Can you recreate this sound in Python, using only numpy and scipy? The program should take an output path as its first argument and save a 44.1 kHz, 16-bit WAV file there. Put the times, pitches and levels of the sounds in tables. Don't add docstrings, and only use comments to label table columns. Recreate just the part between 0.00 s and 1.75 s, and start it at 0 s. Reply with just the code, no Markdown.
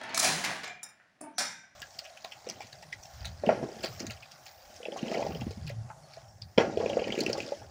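import sys
import numpy as np
from scipy import signal
from scipy.fft import rfft, irfft, next_fast_len
from scipy.io import wavfile
from scipy.ndimage import uniform_filter1d

SR = 44100
rng = np.random.default_rng(int(sys.argv[2]) if len(sys.argv) > 2 else 0)


def generate_wav(signal):
    frames = np.transpose(np.atleast_2d(signal))
    scaled = np.clip(frames, -1, 1) * 32767
    pcm = np.round(scaled).astype(np.int16)
    wavfile.write(sys.argv[1], SR, pcm)


def decibels_to_gain(level_db):
    exponent = np.asarray(level_db, float) / 20
    return 10 ** exponent


N = 77175
SPREAD = .013


def unit(x):
    return x / np.sqrt(np.mean(x ** 2) + 1e-20)


def along(points, hz):
    f, value = np.transpose(points)
    return np.interp(np.log(hz + 1), np.log(f + 1), value)


def coloured(x, spectrum):
    m = 2 * next_fast_len(N // 2 + 4096)
    gain = decibels_to_gain(along(spectrum, np.fft.rfftfreq(m, 1 / SR)))
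    cepstrum = irfft(np.log(unit(gain) + 1e-6), m)
    cepstrum[1:m // 2] *= 2
    cepstrum[m // 2 + 1:] = 0
    return irfft(rfft(x, m) * np.exp(rfft(cepstrum)), m)[:N]


def ringing(modes, spread):
    longest_s, most_cycles, buzz = .7, 4000, .004
    slowest_t60 = max(t60 for _, _, t60 in modes)
    t = np.arange(round(.7 * SR * np.clip(slowest_t60, .1, longest_s))) / SR
    draws = rng.standard_normal((len(modes), 3, 6))
    walk = np.cumsum(rng.standard_normal(SR // 2))[:len(t), None]
    ring = np.zeros(len(t))
    for (hz, db, t60), (level, detune, start) in zip(modes, draws):
        phase = 2 * np.pi * hz * (1 + spread * detune) * t[:, None] + 3 * start
        phase = phase + np.sqrt(2 * np.pi * buzz * hz / SR) * walk
        fade = decibels_to_gain(db - 60 * t / np.clip(t60, .03, min(longest_s, most_cycles / hz)))
        ring += fade * (np.sin(phase.astype(np.float32)) @ decibels_to_gain(2 * level))
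    return ring / np.linalg.norm(ring)


def contacts(rows, modes, colour, low, after_db, wet_db, spread=SPREAD):
    after_s, thud_wet_db = .014, 2
    hi, lo, ring = np.zeros((3, N + SR))
    t = np.arange(SR // 8) / SR
    for s, clink_db, thud_db, length, ring_db in rows:
        length = max(length, 3e-4)
        u, k = t / length, round(s * SR)
        scrape = 2.705 * u * np.exp(-u * u)
        after = decibels_to_gain(after_db) * np.minimum(u, 1) * np.exp(-t / after_s)
        shape = scrape + after
        burst = shape * rng.standard_normal((2, len(t)))
        hi[k:k + len(t)] += decibels_to_gain(clink_db) * burst[0]
        lo[k:k + len(t)] += decibels_to_gain(thud_db) * burst[1]
        rung = decibels_to_gain(clink_db + ring_db) * np.linalg.norm(shape) * ringing(modes, spread)
        onset = np.minimum(np.arange(len(rung)) / SR / length, 1)
        ring[k:k + len(rung)] += rung * onset
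    clink = coloured(hi[:N], colour) + ring[:N]
    thud = coloured(lo[:N], low)
    return np.array([clink + thud, decibels_to_gain(wet_db) * clink + decibels_to_gain(thud_wet_db) * thud])


# start in seconds, clink in dB, thud in dB, contact length in seconds,
# ring in dB over the clink.
RATTLE_HITS = [(.011, -60, -41, 0.0053, -9.5), (.032, -54.5, -45, 0.0069, -16.5),
               (.092, -60.5, -52.5, 0.0047, -25.5), (.1445, -31, -40, 0.0023, 3.5),
               (.166, -41, -47.5, 0.0044, -0.5), (.174, -24, -33.5, 0.005, -9.5),
               (.1905, -27.5, -52, 0.0096, -13.5), (.1955, -25, -44.5, 0.0055, -15),
               (.224, -29, -40.5, 0.0093, -6.5), (.245, -29, -44, 0.0028, 6.5),
               (.256, -31.5, -42.5, 0.0013, 1.5), (.272, -32, -40, 0.0049, 4)]
# pitch in Hz, level in dB, t60 in seconds.
BAR_MODES = [(2410, 6.5, 0.151), (3330, -6.5, 0.13), (4090, -4, 0.49), (4340, -9.5, 0.17), (4840, -4, 0.2),
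             (5460, -8.5, .18), (5770, -1, 0.14), (6240, 0, 0.18), (6880, 2, 0.1), (7720, -2, 0.18),
             (8900, -10, .1), (9360, -9, .1), (9450, -6, .1)]
# frequency in Hz, density in dB per Hz.
BAR_CLINK = [(2060, -31.5), (3500, -4), (6090, 3), (8210, -2), (9810, -1.5), (13200, -20.5), (15100, -16),
             (16000, -5)]
# frequency in Hz, density in dB per Hz.
FRAME_THUD = [(29, -49), (52, -23), (80, -13), (251, -6.5), (465, -10), (711, -0.5), (1340, -8),
              (1630, -2.5), (5230, -18), (8000, -35), (10400, -86), (17600, -120)]


def rattle():
    return contacts(RATTLE_HITS, BAR_MODES, BAR_CLINK, FRAME_THUD, after_db=-10, wet_db=-4.5, spread=2 * SPREAD)


# start in seconds, clink in dB, thud in dB, contact length in seconds,
# ring in dB over the clink.
SETTLE_HITS = [
    (.437, -34.5, -36, 0.008, -1.5),
    (.445, -32, -49, 0.0057, -3),
    (.454, -35.5, -43, 0.0063, -1),
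    (.631, -47.5, -42, 0.0077, 0.5),
    (.641, -43.5, -42.5, 0.0038, 5),
    (.675, -49, -55, 0.0058, 4.5),
    (.697, -59, -58, 0.0049, -4),
]
# pitch in Hz, level in dB, t60 in seconds.
SLAT_MODES = [(1612, 0, 0.21), (2167, 4, 0.21), (2400, 0.5, 0.29), (3610, -0.5, 0.17), (4030, -5, 0.17),
              (4640, -5, 0.15), (5300, -2, 0.24), (5450, -16, 0.16), (5660, -7, 0.17), (6130, -6, 0.31),
              (6920, -3.5, 0.2), (7900, -8.5, 0.098)]
# frequency in Hz, density in dB per Hz.
SLAT_CLINK = [(1200, -25), (2200, 10.5), (3200, -1.5), (4600, 4), (7400, -3), (8300, -7.5), (12000, -13.5),
              (16000, -23)]


def settle():
    return contacts(SETTLE_HITS, SLAT_MODES, SLAT_CLINK, FRAME_THUD, after_db=-7.5, wet_db=-13, spread=2 * SPREAD)


# start in seconds, clink in dB, thud in dB, contact length in seconds,
# ring in dB over the clink.
BOLT_HITS = [
    (.820, -76, -62, .005, -12),
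    (.830, -39, -51, 0.0023, -7.5),
    (.8325, -40, -58, 0.0058, -3),
    (.841, -51, -49, 0.00082, -7),
    (.858, -58, -62.5, 0.0076, 3.5),
    (.885, -61, -70, 0.0067, 7.5),
    (.998, -92, -60, 0.0033, 7),
]
# pitch in Hz, level in dB, t60 in seconds.
BOLT_MODES = [(3736, -4.5, 0.18), (5210, 0.5, 0.21), (5770, 0, 0.14), (5943, -12, 0.095), (6900, -7, .13),
              (7000, 0, 0.13), (7350, -3, .19), (8300, -12, 0.069), (9000, 1, 0.14), (9300, -8, .12),
              (11100, -16, .14), (12000, -16, .16)]
# frequency in Hz, density in dB per Hz.
BOLT_CLINK = [(2500, -40), (3700, -3), (4500, -18), (5600, 13.5), (6400, -11), (7200, 15), (8200, -10),
              (9800, 9.5), (12500, -16), (15500, -1)]
# frequency in Hz, density in dB per Hz.
SLAM_THUD = [(50, -50.5), (100, -19), (240, -8.5), (380, -15), (720, -2), (900, -3), (1150, -8), (1550, 0),
             (2300, -4.5), (2950, -15), (5000, -64)]


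def bolt_tick():
    return contacts(BOLT_HITS, BOLT_MODES, BOLT_CLINK, SLAM_THUD, after_db=-15.5, wet_db=-18)


# start in seconds, clink in dB, thud in dB, contact length in seconds,
# ring in dB over the clink.
KNOCK_HITS = [
    (1.2075, -57, -46.5, 0.005, -11),
    (1.2115, -45.5, -55, 0.0028, 2),
    (1.232, -64, -52.5, 0.013, 1),
    (1.268, -83, -61, 0.0071, -18),
    (1.31, -85, -69, 0.0066, -23.5),
]
# pitch in Hz, level in dB, t60 in seconds.
PLATE_MODES = [(4700, -11, 0.16), (5280, -5, .15), (6230, -8, 0.18), (7460, -2, 0.11), (8100, -10, 0.12),
               (9200, -1, .2), (9600, 6, 0.17), (11500, -14, .12)]
# frequency in Hz, density in dB per Hz.
PLATE_CLINK = [(2500, -35), (4700, -16.5), (6300, -15), (7500, 0), (9500, 0), (11500, -14), (13500, -35),
               (15500, -20)]
# frequency in Hz, density in dB per Hz.
PLATE_THUD = [(40, -69), (80, -19.5), (290, -1.5), (400, -7), (670, 2), (900, -12.5), (1200, -9.5),
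              (2400, -16.5), (3300, -30), (6000, -60)]


def keep_knock():
    return contacts(KNOCK_HITS, PLATE_MODES, PLATE_CLINK, PLATE_THUD, after_db=-15, wet_db=-15)


# start in seconds, clink in dB, thud in dB, contact length in seconds,
# ring in dB over the clink.
SLAM_HITS = [
    (1.3812, -28, -37, 0.003, -6),
    (1.3875, -24.5, -54, 0.00072, -9),
    (1.390, -32, -44, 0.0046, -2),
    (1.402, -51, -35, 0.0077, -1),
    (1.628, -99, -66, 0.012, -12.5),
]
# pitch in Hz, level in dB, t60 in seconds.
SLAM_MODES = [(1552, -5, 0.9), (1983, -6, 0.4), (2410, -6.5, 0.4), (3655, -3, 0.42), (4560, -5.5, 0.32),
              (5220, -0.5, 0.39), (5170, -6, 0.52), (5750, -3, 0.56), (5820, -6, 0.53), (6460, -6.5, 0.45),
              (7210, 2, 0.33), (7400, -3.5, 0.38), (8382, -31, 0.21), (9020, 1, .2)]
# frequency in Hz, density in dB per Hz.
SLAM_CLINK = [(1470, -60.5), (2500, -1), (2990, -38.5), (3210, -1), (5830, 13), (6300, 3.5), (9220, 2.5),
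              (10400, -6), (16000, -18.5)]


def slam():
    return contacts(SLAM_HITS, SLAM_MODES, SLAM_CLINK, SLAM_THUD, after_db=-5.5, wet_db=-2)


# time in seconds, strength in dB, brightness in dB.
SHAKE_COURSE = [(0, -51, -14), (0.018, -54, -47), (.13, -43.5, -30), (0.201, -48.5, -3),
                (0.241, -31.5, -0.5), (.3, -37.5, -1), (0.418, -45, -3.5), (0.498, -40, -8.5),
                (.62, -52.5, -12.5), (0.698, -61, -46), (0.758, -103.5, -33), (.9, -75.5, -14)]


def chatter():
    taps_per_s, spread_db = 2500, 5
    s, strength_db, bright_db = np.transpose(SHAKE_COURSE)
    t = np.arange(N) / SR
    chance, sign = rng.random((2, N))
    size = decibels_to_gain(spread_db * np.clip(rng.standard_normal(N), -2, 2))
    taps = unit((chance < taps_per_s / SR) * np.sign(sign - .5) * size)
    taps = taps + .5 * rng.standard_normal(N)
    lo = decibels_to_gain(np.interp(t, s, strength_db)) * taps
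    hi = decibels_to_gain(np.interp(t, s, bright_db)) * lo
    return coloured(hi, BAR_CLINK) + coloured(lo, FRAME_THUD)


# start in seconds, pitch in Hz, level in dB, t60 in seconds.
SWINGING_BARS = [(.04, 900, -43.5, 0.56), (.092, 4440, -43, 0.071), (.146, 648, -34, 0.071),
                 (.175, 1242, -22, 0.023), (.225, 654, -32, 0.19), (.25, 830, -38, 0.17),
                 (.24, 264, -44, .5), (.27, 345, -44, .3), (.29, 161, -40, .6), (.33, 193, -46, .5),
                 (.3, 560, -40, .15), (.675, 715, -41, 0.15), (.705, 722, -45, .3), (.69, 2375, -46, 0.45),
                 (.693, 1655, -45, .17), (.677, 7400, -43, 0.03), (.85, 830, -55, 0.12),
                 (1.0, 720, -68, 0.29), (1.208, 1170, -54, .15), (1.216, 305, -53, .35),
                 (1.236, 905, -45, 0.12), (1.269, 890, -45, .2), (1.267, 680, -47, .1),
                 (1.28, 290, -52, .2), (1.312, 200, -53, .05), (1.25, 590, -53, .15),
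                 (1.325, 900, -56, .12), (1.382, 724, -30, 0.071), (1.406, 775, -37.5, 0.16),
                 (1.47, 190, -57, .25), (1.49, 900, -54, .35), (1.632, 1530, -59, 0.35),
                 (1.645, 1980, -62, .35), (1.635, 2290, -63, .3)]


def dings():
    rise_s, wander_share = .0013, .01
    out, t = np.zeros(N + SR), np.arange(SR // 2) / SR
    for s, hz, db, t60 in SWINGING_BARS:
        drift = uniform_filter1d(rng.standard_normal(len(t)), size=500)
        wander = unit(uniform_filter1d(drift, size=500))
        swing = np.sin(2 * np.pi * hz * np.cumsum(1 + wander_share * wander) / SR)
        fade = decibels_to_gain(db - 60 * t / max(t60, .02)) * (1 - np.exp(-t / rise_s))
        out[round(s * SR):][:len(t)] += fade * swing
    return out[:N]


def squeak():
    hz, width_hz, peak_db, rise_db = 5900, 380, -56, 27
    from_s, to_s = 1.33, 1.381
    u = (np.arange(N) / SR - to_s) / (to_s - from_s)
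    b, a = signal.iirpeak(hz, hz / width_hz, SR)
    whistle = signal.lfilter(b, a, rng.standard_normal(N))
    whistle = unit(signal.lfilter(b, a, whistle))
    swell = decibels_to_gain(peak_db + rise_db * np.clip(u, -1, 0))
    return swell * whistle * np.clip(4 * (u + 1), 0, 1) * (u < 0)


# frequency in Hz, t60 in seconds.
PORCH_DECAY = [(100, 0.86), (300, 0.44), (700, 0.31), (1800, 0.56), (4800, 0.37), (9000, 0.32),
               (15000, 0.33)]


def porch(x):
    delay_s, build_s, stretch = .003, .0028, 8192
    out = np.zeros(N + 2 * SR)
    for k in range(0, N, stretch):
        hz, t, z = signal.stft(rng.standard_normal(SR * 3 // 4), SR, nperseg=256)
        t60 = np.maximum(along(PORCH_DECAY, hz), .05)[:, None]
        tail = signal.istft(z * decibels_to_gain(-60 * t / t60), SR, nperseg=256)[1]
        tail = tail * (1 - np.exp(-np.arange(len(tail)) / SR / build_s))
        wet = signal.fftconvolve(x[k:k + stretch], tail / np.linalg.norm(tail))
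        start = k + round(delay_s * SR)
        out[start:start + len(wet)] += wet
    return out[:N]


# frequency in Hz, density in dB per Hz.
AIR_COLOUR = [(18, -60.5), (30, -5.5), (194, 2), (426, -10.5), (461, -14.5), (649, 0.5), (801, -13),
              (5170, -23), (16000, -40)]


def outdoor_air():
    return decibels_to_gain(-74) * unit(coloured(rng.standard_normal(N), AIR_COLOUR))


def scene():
    hits, feed = rattle() + settle() + bolt_tick() + keep_knock() + slam()
    shake = chatter()
    tones = dings() + squeak()
    room = porch(feed + decibels_to_gain(-2) * shake + decibels_to_gain(-7) * tones)
    return (hits + shake + tones + room + outdoor_air())[None]


def band_limit(x):
    return signal.sosfilt(signal.butter(12, 17000, fs=SR, output="sos"), x)


def record(dry):
    top_hz, top_edge_hz, bottom_hz = 15950, 90, 75
    f = np.fft.rfftfreq(N, 1 / SR)
    top = 0.0045 + .5 * (1 - np.tanh((f - top_hz) / top_edge_hz))
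    bottom = f ** 2 / np.hypot(f ** 2, bottom_hz ** 2)
    mix = irfft(rfft(dry) * top * bottom, N)
    return band_limit(mix)


dry = scene()
out = record(dry)
generate_wav(out)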